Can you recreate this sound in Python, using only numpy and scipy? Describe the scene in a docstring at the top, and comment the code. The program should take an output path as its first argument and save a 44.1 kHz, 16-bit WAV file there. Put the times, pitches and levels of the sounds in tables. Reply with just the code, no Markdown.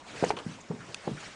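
"""Steps on a sheet-metal roof

Someone walks across a metal roof outdoors, close by. Each footfall is a cluster of dull knocks
that ring the panel and the deck under it; now and then the panel gives and pushes a little air.
Soles scuff, something hard ticks once, and a soft wind hiss swells and sinks behind it all."""
import sys
import numpy as np
from scipy import signal
from scipy.fft import rfft, irfft
from scipy.io import wavfile
from scipy.ndimage import uniform_filter1d

SR = 44100
rng = np.random.default_rng(int(sys.argv[2]) if len(sys.argv) > 2 else 0)


def dump(signal):
    """Clip the signal to [-1, 1] and save it as 16-bit WAV at the path in sys.argv[1]."""
    limited = np.clip(np.atleast_2d(signal).T, -1, 1)
    pcm = np.round(limited * 32767).astype(np.int16)
    wavfile.write(sys.argv[1], SR, pcm)


N = 59535


def amp(db):
    """Decibels to gain."""
    return 10 ** (np.asarray(db) / 20)


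def unit(x):
    """Scales to rms 1."""
    return x / np.sqrt(np.mean(x ** 2) + 1e-20)


def curve_at(points, hz):
    """Reads a curve on a log-frequency axis."""
    freqs, values = np.transpose(points)
    return np.interp(np.log(hz + 1), np.log(freqs + 1), values)


def add(mix, start_s, sound):
    """Mixes a sound in at start_s."""
    part = mix[round(start_s * SR):][:len(sound)]
    part += sound[:len(part)]


def patchy_noise(spectrum, depth_db=3, patch_hz=700, patch_s=0.025):
    """Coloured noise in which patches of treble and bass come and go."""
    hz, t, bins = signal.stft(rng.standard_normal(N), SR, nperseg=1024, noverlap=768)
    patches = rng.standard_normal(bins.shape)
    patches = uniform_filter1d(patches, round(patch_hz / hz[1]), axis=0)
    patches = uniform_filter1d(patches, round(patch_s / t[1]), axis=1)
    bins *= amp(curve_at(spectrum, hz)[:, None] + depth_db * unit(patches))
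    return unit(signal.istft(bins, SR, nperseg=1024, noverlap=768)[1][:N])


def wind():
    """A steady bed of outdoor air under a brighter hiss that swells and sinks."""
    # colour of the bed: freq_hz, density_db
    air = [(20, -11), (55, -13), (90, 2), (140, 0), (280, 2), (500, -2.5), (1000, -3.5), (2000, -10.5),
           (4000, -17.5), (7000, -16), (10000, -29)]
    # colour of the hiss: freq_hz, density_db
    hiss = [(20, -23), (70, -15), (130, -2.5), (280, -8), (500, 0), (900, -3), (1500, -1), (2500, -3),
            (4000, -8), (6500, -11.5), (8500, -15), (10000, -22.5)]
    # swells of the hiss: time_s, level_db
    swells = [(0, -54.5), (.04, -65.5), (0.084, -46), (0.128, -48), (0.184, -41.5), (.23, -41.5),
              (0.302, -42), (0.334, -56.5), (.44, -53.5), (0.498, -48), (.56, -52.5), (0.639, -60.5),
              (.77, -56.5), (.85, -53), (0.904, -49), (.96, -53), (1.072, -48), (1.151, -52), (1.21, -45.5),
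              (1.27, -44.5), (1.35, -51.5)]
    swell_db = np.interp(np.arange(N) / SR, *np.transpose(swells))
    return amp(-52) * patchy_noise(air) + amp(swell_db) * patchy_noise(hiss)


def air_pushes():
    """The panel sinks under the weight and moves a little air: soft pulses of sub bass."""
    # each give of the panel: start_s, length_s, level_db, pitch_hz
    pushes = [(0.222, 0.051, -52, 45.6), (0.285, 0.038, -47, 45), (1.098, 0.084, -51.5, 46)]
    out = np.zeros(N)
    for start_s, length_s, level_db, pitch_hz in pushes:
        t = np.arange(0, length_s, 1 / SR)
        envelope = np.sin(np.pi * t / length_s) ** 2
        add(out, start_s, amp(level_db) * envelope * np.sin(2 * np.pi * pitch_hz * t))
    return out


def knock(pitch_hz, q, low_cut_hz):
    """A blow on a springy contact: a few damped swings, dulled on top, peak 1."""
    t = np.arange(2048) / SR
    swing = np.exp(-np.pi * pitch_hz * t / q) * np.sin(2 * np.pi * pitch_hz * t)
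    swing = signal.lfilter(*signal.butter(2, 2.7 * pitch_hz, fs=SR), swing)
    swing = signal.lfilter(*signal.butter(2, low_cut_hz, "high", fs=SR), swing)
    return swing / abs(swing).max()


def roof_ring(size=16384):
    """The roof's answer to a blow: its modes plus a scattered tail, fresh for each spot struck."""
    # modes of panel and deck: pitch_hz, relative_db, t60_s
    modes = [(121.5, 6.5, 0.25), (143, -4, 0.2), (167.7, 9.5, 0.23), (217.4, -3, 0.21), (266, -5.5, 0.21),
             (340, -26, 0.094), (414, 0.5, 0.17), (470, -19.5, .1), (540, -16, 0.12), (612, -7, 0.041),
             (714, -5, 0.12), (823, 8, 0.044), (930, 3.5, 0.25), (1375, 2, .1)]
    # colour of the waves scattered through the roof: freq_hz, relative_db
    tail_colour = [(50, -12), (95, 0), (250, -0.5), (400, -5), (1000, 1), (2500, 6), (8000, -10)]
    # decay of those waves: freq_hz, t60_s
    tail_decay = [(100, 0.36), (300, 0.43), (800, 0.074), (2500, 0.15), (8000, .04)]
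    t = np.arange(size) / SR
    ring = sum(amp(db - 60 * t / t60) * np.cos(2 * np.pi * hz * t) for hz, db, t60 in modes)
    hz, frame_s, bins = signal.stft(rng.standard_normal(size), SR, nperseg=256)
    decay_db = -60 * frame_s / curve_at(tail_decay, hz)[:, None]
    bins *= amp(curve_at(tail_colour, hz)[:, None] + decay_db)
    tail = signal.istft(bins, SR, nperseg=256)[1][:size]
    scale = 100 / SR  # under convolution, tones add in amplitude and noise in power
    return amp(-3.5) * scale * ring + amp(-4.5) * np.sqrt(scale) * tail


def footfalls(bass_cut_hz=92):
    """Each knock sounds directly and through the roof; the light panel radiates little deep bass."""
    # knocks of feet and flexing panel: start_s, level_db, pitch_hz, q, low_cut_hz, ring_send_db
    knocks = [(0.2261, -15, 403, 1.4, 95, -3), (0.2303, -24, 623, 7.8, 380, -1),
              (0.2381, -19.5, 740, 4.6, 450, 0), (0.2389, -17, 486, 5.2, 380, -2.5),
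              (0.2585, -34.5, 170.3, 5.1, 101, -3), (0.265, -31, 450, 1.4, 131, -6),
              (0.3046, -13, 852, 2.95, 478, -3.5), (0.3066, -24.5, 439, 6.8, 340, -5),
              (0.3339, -31, 302, 3.6, 167, 0), (0.3420, -38.5, 470, 2.3, 200, -5),
              (0.4630, -27.5, 218, 1.6, 70, -1.5), (0.4937, -37.5, 209, 2.7, 101, -4),
              (0.5123, -42.5, 157, 4, 90, -2), (0.531, -44.5, 277, 2.7, 150, 2),
              (0.7007, -28.5, 169, 3.5, 110, -5), (0.7070, -28, 442, 11.8, 239, -4),
              (0.7130, -37, 940, 2.4, 503, 8), (0.7218, -34, 458, 5.8, 220, 4.5),
              (0.7345, -33.5, 232, 4.4, 141, -2), (0.7990, -46.5, 143, 1.7, 88, 2.5),
              (0.8430, -41, 294, 2.5, 148, -10), (0.889, -44, 138, 3, 80, -5.5),
              (1.0703, -36.5, 520, 3.6, 200, 3), (1.0753, -21.5, 384, 1.1, 129, -2),
              (1.0783, -25, 817, 3.4, 450, -3.5), (1.0820, -31, 530, 6.6, 340, -8),
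              (1.0890, -31.5, 300, 2.4, 112, 0.5), (1.094, -30.5, 470, 2.3, 129, -4.5),
              (1.1108, -32.5, 302, 2.5, 129, -1), (1.1150, -27.5, 224, 1.34, 109, -4),
              (1.1282, -33.5, 143, 5.5, 70, -3)]
    out = np.zeros(N)
    for start_s, level_db, pitch_hz, q, low_cut_hz, ring_send_db in knocks:
        blow = amp(level_db) * knock(pitch_hz, q, low_cut_hz)
        add(out, start_s, blow)
        add(out, start_s, amp(ring_send_db) * signal.fftconvolve(blow, roof_ring()))
    return signal.sosfilt(signal.butter(2, bass_cut_hz, "high", fs=SR, output="sos"), out)


def burst(shape_db, rise_s, t60_s, size=8192):
    """Noise coloured by shape_db(hz), with a linear attack and an exponential decay."""
    t = np.arange(size) / SR
    spectrum = rfft(rng.standard_normal(size)) * amp(shape_db(np.fft.rfftfreq(size, 1 / SR)))
    envelope = np.minimum(t / rise_s, 1) * amp(-60 * np.maximum(t - rise_s, 0) / t60_s)
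    return unit(irfft(spectrum, size)) * envelope


def scuffs(grit_db=2.5):
    """Soles slide on the sheet metal: short bands of noise, roughened by grit. Two high bands are brief swells
    of bright hiss instead."""
    # slides of sole and grit, plus two bright hiss swells (5100 Hz at 0.245 s, 6570 Hz at 0.604 s): start_s,
    # rise_s, t60_s, level_db, centre_hz, width_octaves
    slides = [(0.238, 0.0029, 0.056, -31.5, 1710, 0.37), (0.245, 0.0033, 0.017, -37, 6630, 0.088),
              (0.245, 0.051, 0.11, -44, 5100, 0.22), (0.3045, 0.00058, 0.053, -33.5, 2130, 0.32),
              (0.3656, 0.00082, 0.059, -37, 3000, 0.21), (0.367, 0.001, 0.22, -39, 940, 0.41),
              (0.385, 0.0032, 0.04, -37.5, 2990, 0.24), (0.362, 0.017, 0.21, -43.5, 490, 0.36),
              (0.386, 0.012, 0.1, -41, 1020, 0.41), (0.604, 0.0083, 0.033, -50.5, 6570, 0.087),
              (0.802, 0.01, .13, -42, 1400, 0.24), (1.168, 0.01, 0.12, -47.5, 1440, 0.11),
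              (1.19, 0.015, 0.21, -53, 3000, 0.31)]
    out = np.zeros(N)
    for start_s, rise_s, t60_s, level_db, centre_hz, width_octaves in slides:
        def band_db(hz):
            offset = np.log2((hz + 1) / centre_hz) / width_octaves
            return -20 * np.log10(1 + offset ** 2 / 2)
        slide = burst(band_db, rise_s, t60_s)
        flutter = unit(uniform_filter1d(rng.standard_normal(len(slide)), size=80))
        grit = unit(amp(grit_db * flutter))
        add(out, start_s, amp(level_db) * slide * grit)
    return out


def tick(start_s=0.9446, rise_s=0.00094):
    """One small, dry, bright click of something hard: a short ring and a gritty crack."""
    # modes of the hard object: pitch_hz, relative_db, t60_s
    modes = [(1400, -9, 0.011), (2650, 0, 0.01), (3450, 0, 0.0082), (4580, -4.5, 0.0097),
             (6100, -5, 0.0055), (7940, -5, 0.0046), (9200, -7, 0.0051)]
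    # colour of the crack: freq_hz, relative_db
    crack_colour = [(300, -23), (1200, 0), (2700, 2), (4700, -1.5), (7000, 6), (10000, -17)]
    t = np.arange(1024) / SR
    ring = sum(amp(db - 60 * t / t60) * np.sin(2 * np.pi * hz * t) for hz, db, t60 in modes)
    crack = burst(lambda hz: curve_at(crack_colour, hz), rise_s, t60_s=0.019)
    out = np.zeros(N)
    add(out, start_s, amp(-21) * np.minimum(t / rise_s, 1) * ring)
    add(out, start_s, amp(-35) * crack)
    return out


def scene():
    """Wind, steps and the tick at one microphone."""
    return (wind() + footfalls() + air_pushes() + scuffs() + tick())[None]


def record(dry):
    """A hand-held camera's band limit: a steep cut of the top end."""
    high_cut = signal.firwin(801, cutoff=10150, window=("kaiser", 8), fs=SR)
    return signal.oaconvolve(dry, high_cut[None], "same")


dry = scene()
out = record(dry)
dump(out)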